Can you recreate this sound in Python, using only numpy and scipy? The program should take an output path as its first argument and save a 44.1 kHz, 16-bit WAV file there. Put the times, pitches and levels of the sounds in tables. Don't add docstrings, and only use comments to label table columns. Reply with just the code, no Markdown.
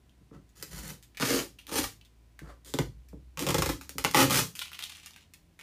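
import sys
import numpy as np
from scipy import signal
from scipy.fft import rfft, irfft, next_fast_len
from scipy.io import wavfile
from scipy.ndimage import map_coordinates

SR = 44100
rng = np.random.default_rng(int(sys.argv[2]) if len(sys.argv) > 2 else 0)


def put_to_file(sound):
    columns = np.atleast_2d(sound).T
    safe = np.clip(columns, -1, 1)
    whole_steps = np.round(safe * 32767)
    wavfile.write(sys.argv[1], SR, whole_steps.astype(np.int16))


N = 247842

# (start [s], length [s], film level [dB], swell over the surge [dB],
# flap, lid and hollow levels [dB re film], the arm's tug level [dB])
PULL_MOVES = [(0.551, 0.14, -58, -3, -11.5, -10, -0.5, -75), (0.703, 0.094, -47.5, 6, -11, -5.5, -1, -50),
              (0.825, 0.077, -46, 6, -9.5, -4, -3, -61), (1.198, 0.059, -35.5, 4.5, -2, -9, -11, -46),
              (1.268, 0.13, -34.5, -2.5, -8.5, 0.5, -13, -49), (1.668, 0.03, -50, 5, -3, -2, -12, -75),
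              (1.711, 0.074, -35, 11.5, -7.5, -4, -13.5, -58),
              (1.82, 0.015, -40, 6, -7.5, -10.5, -11.5, -44), (2.645, 0.052, -51, 3, -16, -5, -12, -75),
              (3.389, 0.03, -39, 3, -11, 4, -11, -58), (3.54, 0.18, -43.5, 0.5, -10.5, -5, -2.5, -42.5),
              (4.141, 0.08, -24.5, 3, 0, 1, -4.5, -49), (4.294, 0.095, -27, 5.5, -7, -6, -8, -47)]
# (frequency [Hz], width [Hz], relative level [dB])
HOLLOW_MODES = [(53, 2.2, 2), (76, 9.3, -4), (104.7, 7.3, -2), (141, 21.6, 2.5), (193.9, 24.6, 0)]
# (frequency [Hz], width [Hz], relative level [dB])
LID_MODES = [(271, 31.3, 1), (333, 59.4, 0), (445, 80, -2), (556, 72, -3.5), (756, 330, -23.5)]
# (frequency [Hz], relative level [dB])
FLAP_COLOUR = [(300, -11), (620, -16), (730, -5), (850, 5.5), (950, -0.5), (1080, 1), (1300, 1), (1550, -6),
               (2200, -6), (2800, -7), (5000, -19.5), (9000, -44.5)]
# (frequency [Hz], relative level [dB])
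FILM_COLOUR = [(600, -29), (1800, -1.5), (2700, -4), (4200, -1), (5500, -0.5), (7000, 0.5), (8200, -3.5),
               (9600, -1.5), (10500, -5.5), (13000, -3.5), (15500, -9.5)]


def amp(db):
    return 10 ** (np.asarray(db) / 20)


def unit(x):
    return x / np.sqrt(np.mean(x ** 2) + 1e-20)


def along(points, hz):
    point_hz, value = np.transpose(points)
    return np.interp(np.log(hz + 1), np.log(point_hz + 1), value)


def wobble(rate):
    knots = rng.standard_normal(int(N * rate / SR) + 4)
    return map_coordinates(knots, [np.arange(N) * rate / SR])


def add(track, s, sound):
    part = track[max(round(s * SR), 0):][:len(sound)]
    part += sound[:len(part)]


def through(x, response):
    return signal.fftconvolve(x, response)[:len(x)]


def colour(points, size=2048):
    level_db = along(points, np.fft.rfftfreq(size, 1 / SR))
    cepstrum = irfft(np.log(amp(level_db) + 1e-6))
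    cepstrum[1:size // 2] *= 2
    cepstrum[size // 2 + 1:] = 0
    response = irfft(np.exp(rfft(cepstrum)))
    return response / np.linalg.norm(response)


def ringing(modes):
    t = np.arange(SR // 2) / SR
    response = np.zeros(len(t))
    for k, (hz, width, db) in enumerate(modes):
        decay = width * np.exp(-np.pi * width * t)
        response += (-1) ** k * amp(db) * decay * np.cos(2 * np.pi * hz * t)
    return response / np.linalg.norm(response)


def slips(rate, scatter_db, clump_rate, clump_db):
    hit = rng.random(N) < rate / SR
    scatter = scatter_db * np.clip(rng.standard_normal(N), -2, 2)
    clumps = clump_db * np.clip(wobble(clump_rate), -2, 2)
    direction = np.sign(rng.standard_normal(N))
    return unit(hit * direction * amp(scatter + clumps))


def stroke(s, length, db, swell_db, attack, release_db_per_s):
    t = np.arange(N) / SR - s
    swell = swell_db * (np.clip(t / length, 0, 1) - .5)
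    release = release_db_per_s * np.maximum(t - length, 0)
    return np.clip(t / attack, 0, 1) * amp(db + swell - release)


def jerk(t60, crack, rate, size=8192):
    sizes = 0.21 * np.clip(rng.laplace(size=size), -2.5, 2.5)
    fading = amp(-60 * np.arange(size) / SR / t60)
    run = (rng.random(size) < rate / SR) * sizes * fading
    run[0] = crack * (0.05 / t60) ** 0.66
    return run


def air():
    # (frequency [Hz], relative level [dB])
    quiet_colour = [(15, -24), (25, -15.5), (77, -18.5), (188, -24.5), (305, -26), (495, -36), (826, -37.5),
                    (895, -42.5), (997, -35), (1110, -42), (2010, -41.5), (9300, -50), (15500, -55)]
    return amp(-64.5) * unit(through(rng.standard_normal(N), colour(quiet_colour)))


def engine():
    # (time [s], level [dB])
    drone_level = [(0, -64), (0.8, -60.5), (2.1, -62), (3.25, -50.5), (5.62, -72.5)]
    idle_hz, over_idle_hz, settle_s = 55.3, 11, 0.27
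    pickup_s, climb_hz_per_s = 2.4, 9.6
    t = np.arange(N) / SR
    settling = over_idle_hz * np.exp(-t / settle_s)
    climb = climb_hz_per_s * np.maximum(t - pickup_s, 0)
    hz = idle_hz + settling + climb
    phase = 2 * np.pi * np.cumsum(hz * (1 + 0.0097 * wobble(2.0))) / SR
    first_db = np.interp(t, *np.transpose(drone_level)) + 1.0 * wobble(4)
    second_db = -73 + 1.8 * wobble(1.3)
    return np.sqrt(2) * (amp(first_db) * np.sin(phase) + amp(second_db) * np.sin(2 * phase))


def room(x, wet_db, count=26):
    # (frequency [Hz], time to die by 60 dB [s])
    decay_times = [(100, 0.34), (260, 0.25), (700, 0.18), (1840, 0.2), (4850, 0.25), (12800, 0.24)]
    hop = N // count + 1
    fade = np.sin(np.pi * np.arange(2 * hop) / (2 * hop))
    padded = np.pad(x, (hop, 2 * hop))
    out = np.zeros(len(padded))
    hz, t, bands = signal.stft(rng.standard_normal((count + 1, SR // 3)), SR, nperseg=256)
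    fading = amp(-60 * t / along(decay_times, hz)[:, None])
    tails = signal.istft(bands * fading, SR, nperseg=256)[1]
    tails *= 1 + np.exp(-np.arange(tails.shape[1]) / SR / 0.0023)
    for k, tail in enumerate(tails):
        piece = padded[k * hop:][:2 * hop] * fade
        add(out, k * hop / SR, signal.fftconvolve(piece, tail / np.linalg.norm(tail)))
    wet = amp(wet_db) * out[hop:hop + N]
    return (x + wet) / np.hypot(1, amp(wet_db))


def bumps():
    # (time [s], level before the gain below [dB], hardness as a cut-off before a 1 % rise [Hz])
    pushes = [(0.209, -42.5, 124), (0.313, -41, 380), (0.337, -58, 186), (0.358, -38, 182),
              (2.415, -29, 126), (2.794, -19.5, 180), (3.13, -36, 353), (3.953, -26.5, 108)]
    force, t = np.zeros(N), np.arange(SR // 20) / SR
    for s, db, hz in pushes:
        push = t * np.exp(-2 * np.pi * hz * 1.01 * t)
        add(force, s, amp(db + 24.0) * push / push.sum())
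    hollow = through(force, ringing(HOLLOW_MODES))
    lid = through(amp(5.5) * force, ringing(LID_MODES))
    flap = through(amp(-2.0) * force, colour(FLAP_COLOUR))
    return hollow + lid + flap


def scrapes():
    # (start [s], length [s], level [dB], swell over the slide [dB])
    slides = [(0.319, 0.025, -57, 6), (2.42, 0.089, -53.5, 13)]
    # (frequency [Hz], relative level [dB])
    rubbed_colour = [(120, -34), (330, -2.5), (520, -3.5), (750, -11.5), (1050, -8), (1800, -16.5),
                     (3000, -27), (7000, -32), (15000, -42)]
    strength = sum(stroke(*slide, attack=0.012, release_db_per_s=422) for slide in slides)
    grain = slips(rate=3500, scatter_db=3, clump_rate=150, clump_db=3)
    return through(strength * grain, colour(rubbed_colour))


def loose_tape():
    # (time [s], level before the gains below [dB], ring [Hz],
    # bright edge before its gain [dB re ring], time for the run-on to die by 60 dB [s])
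    buckles = [(0.095, -65, 3170, -18, 0.038), (0.492, -76, 2280, 15, 0.073), (1.027, -62, 3340, 15, 0.081),
               (1.148, -52, 2360, -22, 0.077), (1.1713, -39, 2390, -13, 0.18), (1.587, -48, 2780, -9, 0.13),
               (1.6688, -50, 3760, 4, 0.031), (2.0128, -57, 3100, -21, 0.03), (2.05, -60, 3620, 1, 0.077),
               (2.392, -46, 1680, -12, 0.029), (3.086, -67.5, 2320, 11, 0.15),
               (4.5533, -42.5, 2750, 7.5, 0.11), (4.5923, -32.5, 3570, -6, 0.024),
               (4.658, -46, 2430, -15.5, 0.018), (4.7178, -47.5, 1600, -14.5, 0.015),
               (4.732, -42, 2860, -7, 0.036), (4.7916, -37.5, 2560, -8, 0.022),
               (4.825, -40, 3300, -9, 0.016), (4.8391, -42, 3650, -2.5, 0.0098),
               (4.896, -51, 2510, 3, 0.02), (4.9701, -53, 2000, 0, 0.028),
               (5.008, -55.5, 2800, -12.5, 0.03), (5.061, -45.5, 2150, 7.5, 0.058),
               (5.1622, -47, 2170, -11, 0.031), (5.3373, -55.5, 2425, 9, 0.053),
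               (5.5916, -43, 2290, -19.5, 0.18)]
    # (frequency [Hz], relative level [dB])
    crease_colour = [(290, -39), (500, -24.5), (676, -13), (803, -12), (1560, -8), (1750, -8), (2500, 1),
                     (3380, -0.5), (4910, -6.5), (12000, -16.5), (15500, -24.5)]
    facet_width_hz, facet_gain_db, edge_gain_db = 750, 23.5, 21.5
    crumple_s = 4.55
    attack_s, release_db_per_s = 0.014, 294
    facets, edges = np.zeros((2, N))
    creasing = stroke(crumple_s, 0.63, -58.5, -3.5, attack_s, release_db_per_s)
    for s, db, hz, edge_db, t60 in buckles:
        run = jerk(t60, crack=0.72, rate=1800)
        ring = through(run, ringing([(hz, facet_width_hz, 0)]))
        add(facets, s, amp(db + facet_gain_db) * ring)
        add(edges, s, amp(db + edge_db + edge_gain_db) * run)
        if s >= crumple_s:
            creasing += stroke(s, attack_s, db - 5.5, 0, attack_s, release_db_per_s)
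    creases = creasing * slips(rate=650, scatter_db=4, clump_rate=110, clump_db=9.0)
    return facets + through(edges, colour(FILM_COLOUR)) + through(creases, colour(crease_colour))


def tugs():
    force = np.zeros(N)
    for s, length, *_, tug_db in PULL_MOVES:
        force += stroke(s, length, tug_db, 0, attack=0.034, release_db_per_s=298)
    return force * unit(through(rng.standard_normal(N), ringing(HOLLOW_MODES[:1])))


def carton(film, flap, lid, hollow):
    board = through(flap, colour(FLAP_COLOUR))
    board += through(lid, ringing(LID_MODES))
    board += through(hollow, ringing(HOLLOW_MODES[1:]))
    return through(film, colour(FILM_COLOUR)) - board


def stutter(count=6):
    start_s, period_s, peak_s, half_s = 3.4668, 0.0388, 3.61, 0.25
    peak_db, sag_db = -30.5, 4.5
    scatter_db = 2.5 * rng.standard_normal((count, 2))
    rows = []
    for k, (flap_db, box_db) in enumerate(scatter_db):
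        s = start_s + k * period_s
        db = peak_db - sag_db * ((s - peak_s) / half_s) ** 2
        rows.append((s, db, -0.5 + flap_db, 3.5 + box_db, 0.061))
    return rows


def snaps():
    # (time [s], film level before the gains below [dB],
    # flap and box levels before their gains [dB re film], time for the run-on to die by 60 dB [s])
    jerks = [(0.6262, -37.5, -17, -10, 0.059), (1.1996, -39.5, -3.5, 5, 0.044),
             (1.2253, -43, 13.5, 19, 0.08), (1.7165, -44.5, -2, 8, 0.06), (1.8414, -34, -4, -12.5, 0.063),
             (2.648, -55, -35, -15, 0.042), (2.7391, -36.5, -3, 4.5, 0.034), (2.788, -36.5, 3, 9, 0.03),
             (3.3736, -44.5, 4, 6, 0.09), (3.3932, -34, -4.5, -1.5, 0.046), (3.425, -41, 0, 9.5, 0.04),
             (3.488, -31, -1, 6, 0.08), (3.692, -33.5, 2, 2.5, 0.09), (3.8112, -47.5, -6, -9, 0.18),
             (3.8936, -42, -16.5, -12, 0.022), (3.9832, -31, -5.5, -8.5, 0.052),
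             (4.042, -44, -10, -5.5, 0.0067), (4.048, -28.5, 3.5, -1.5, 0.035),
             (4.1124, -43, -22, -16.5, 0.015), (4.1385, -42, -5.5, -5.5, 0.031),
             (4.1462, -27, 7, 3.5, 0.079), (4.2989, -35, -7.5, 4, 0.035)]
    film_gain_db, flap_gain_db, box_gain_db, hollow_db = 25.5, 22.5, 20.5, -3.5
    shove_share, shove_t60_s = 0.74, 0.057
    film, flap, box = np.zeros((3, N))
    for s, db, flap_db, box_db, t60 in list(jerks) + stutter():
        run = jerk(t60, crack=0.85, rate=2300)
        add(film, s, amp(db + film_gain_db) * run)
        shove = run * (shove_share + amp(-60 * np.arange(len(run)) / SR / shove_t60_s))
        add(flap, s, amp(db + flap_db + flap_gain_db) * shove)
        add(box, s, amp(db + box_db + box_gain_db) * shove)
    return carton(film, flap, lid=box, hollow=amp(hollow_db) * box)


def pulls():
    attack_s, release_db_per_s = 0.014, 375.5
    hollow_release_db_per_s = 225.5
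    strength = np.zeros((4, N))
    for s, length, db, swell_db, flap_db, lid_db, hollow_db, _ in PULL_MOVES:
        board_swell_db = 0.52 * swell_db
        film = stroke(s, length, db, swell_db, attack_s, release_db_per_s)
        board = stroke(s, length, db, board_swell_db, attack_s, release_db_per_s)
        hollow = stroke(s, length, db, board_swell_db, attack_s, hollow_release_db_per_s)
        strength += [film, amp(flap_db) * board, amp(lid_db) * board, amp(hollow_db) * hollow]
    strength *= amp(1 * wobble(35))
    stream = slips(rate=3600, scatter_db=4.5, clump_rate=380, clump_db=2.0)
    return carton(*strength * stream)


def scene():
    work = pulls() + scrapes() + snaps() + bumps() + loose_tape()
    return (room(work, wet_db=0.0) + tugs() + engine() + air())[None]


def record(dry):
    top_hz = 15520
    size = next_fast_len(N + SR // 2)
    hz = np.fft.rfftfreq(size, 1 / SR)
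    low_cut = signal.butter(4, 42, "high", fs=SR, output="sos")
    spectrum = rfft(signal.sosfilt(low_cut, dry), size)
    return irfft(spectrum * (hz < top_hz), size)[:, :N]


dry = scene()
out = record(dry)
put_to_file(out)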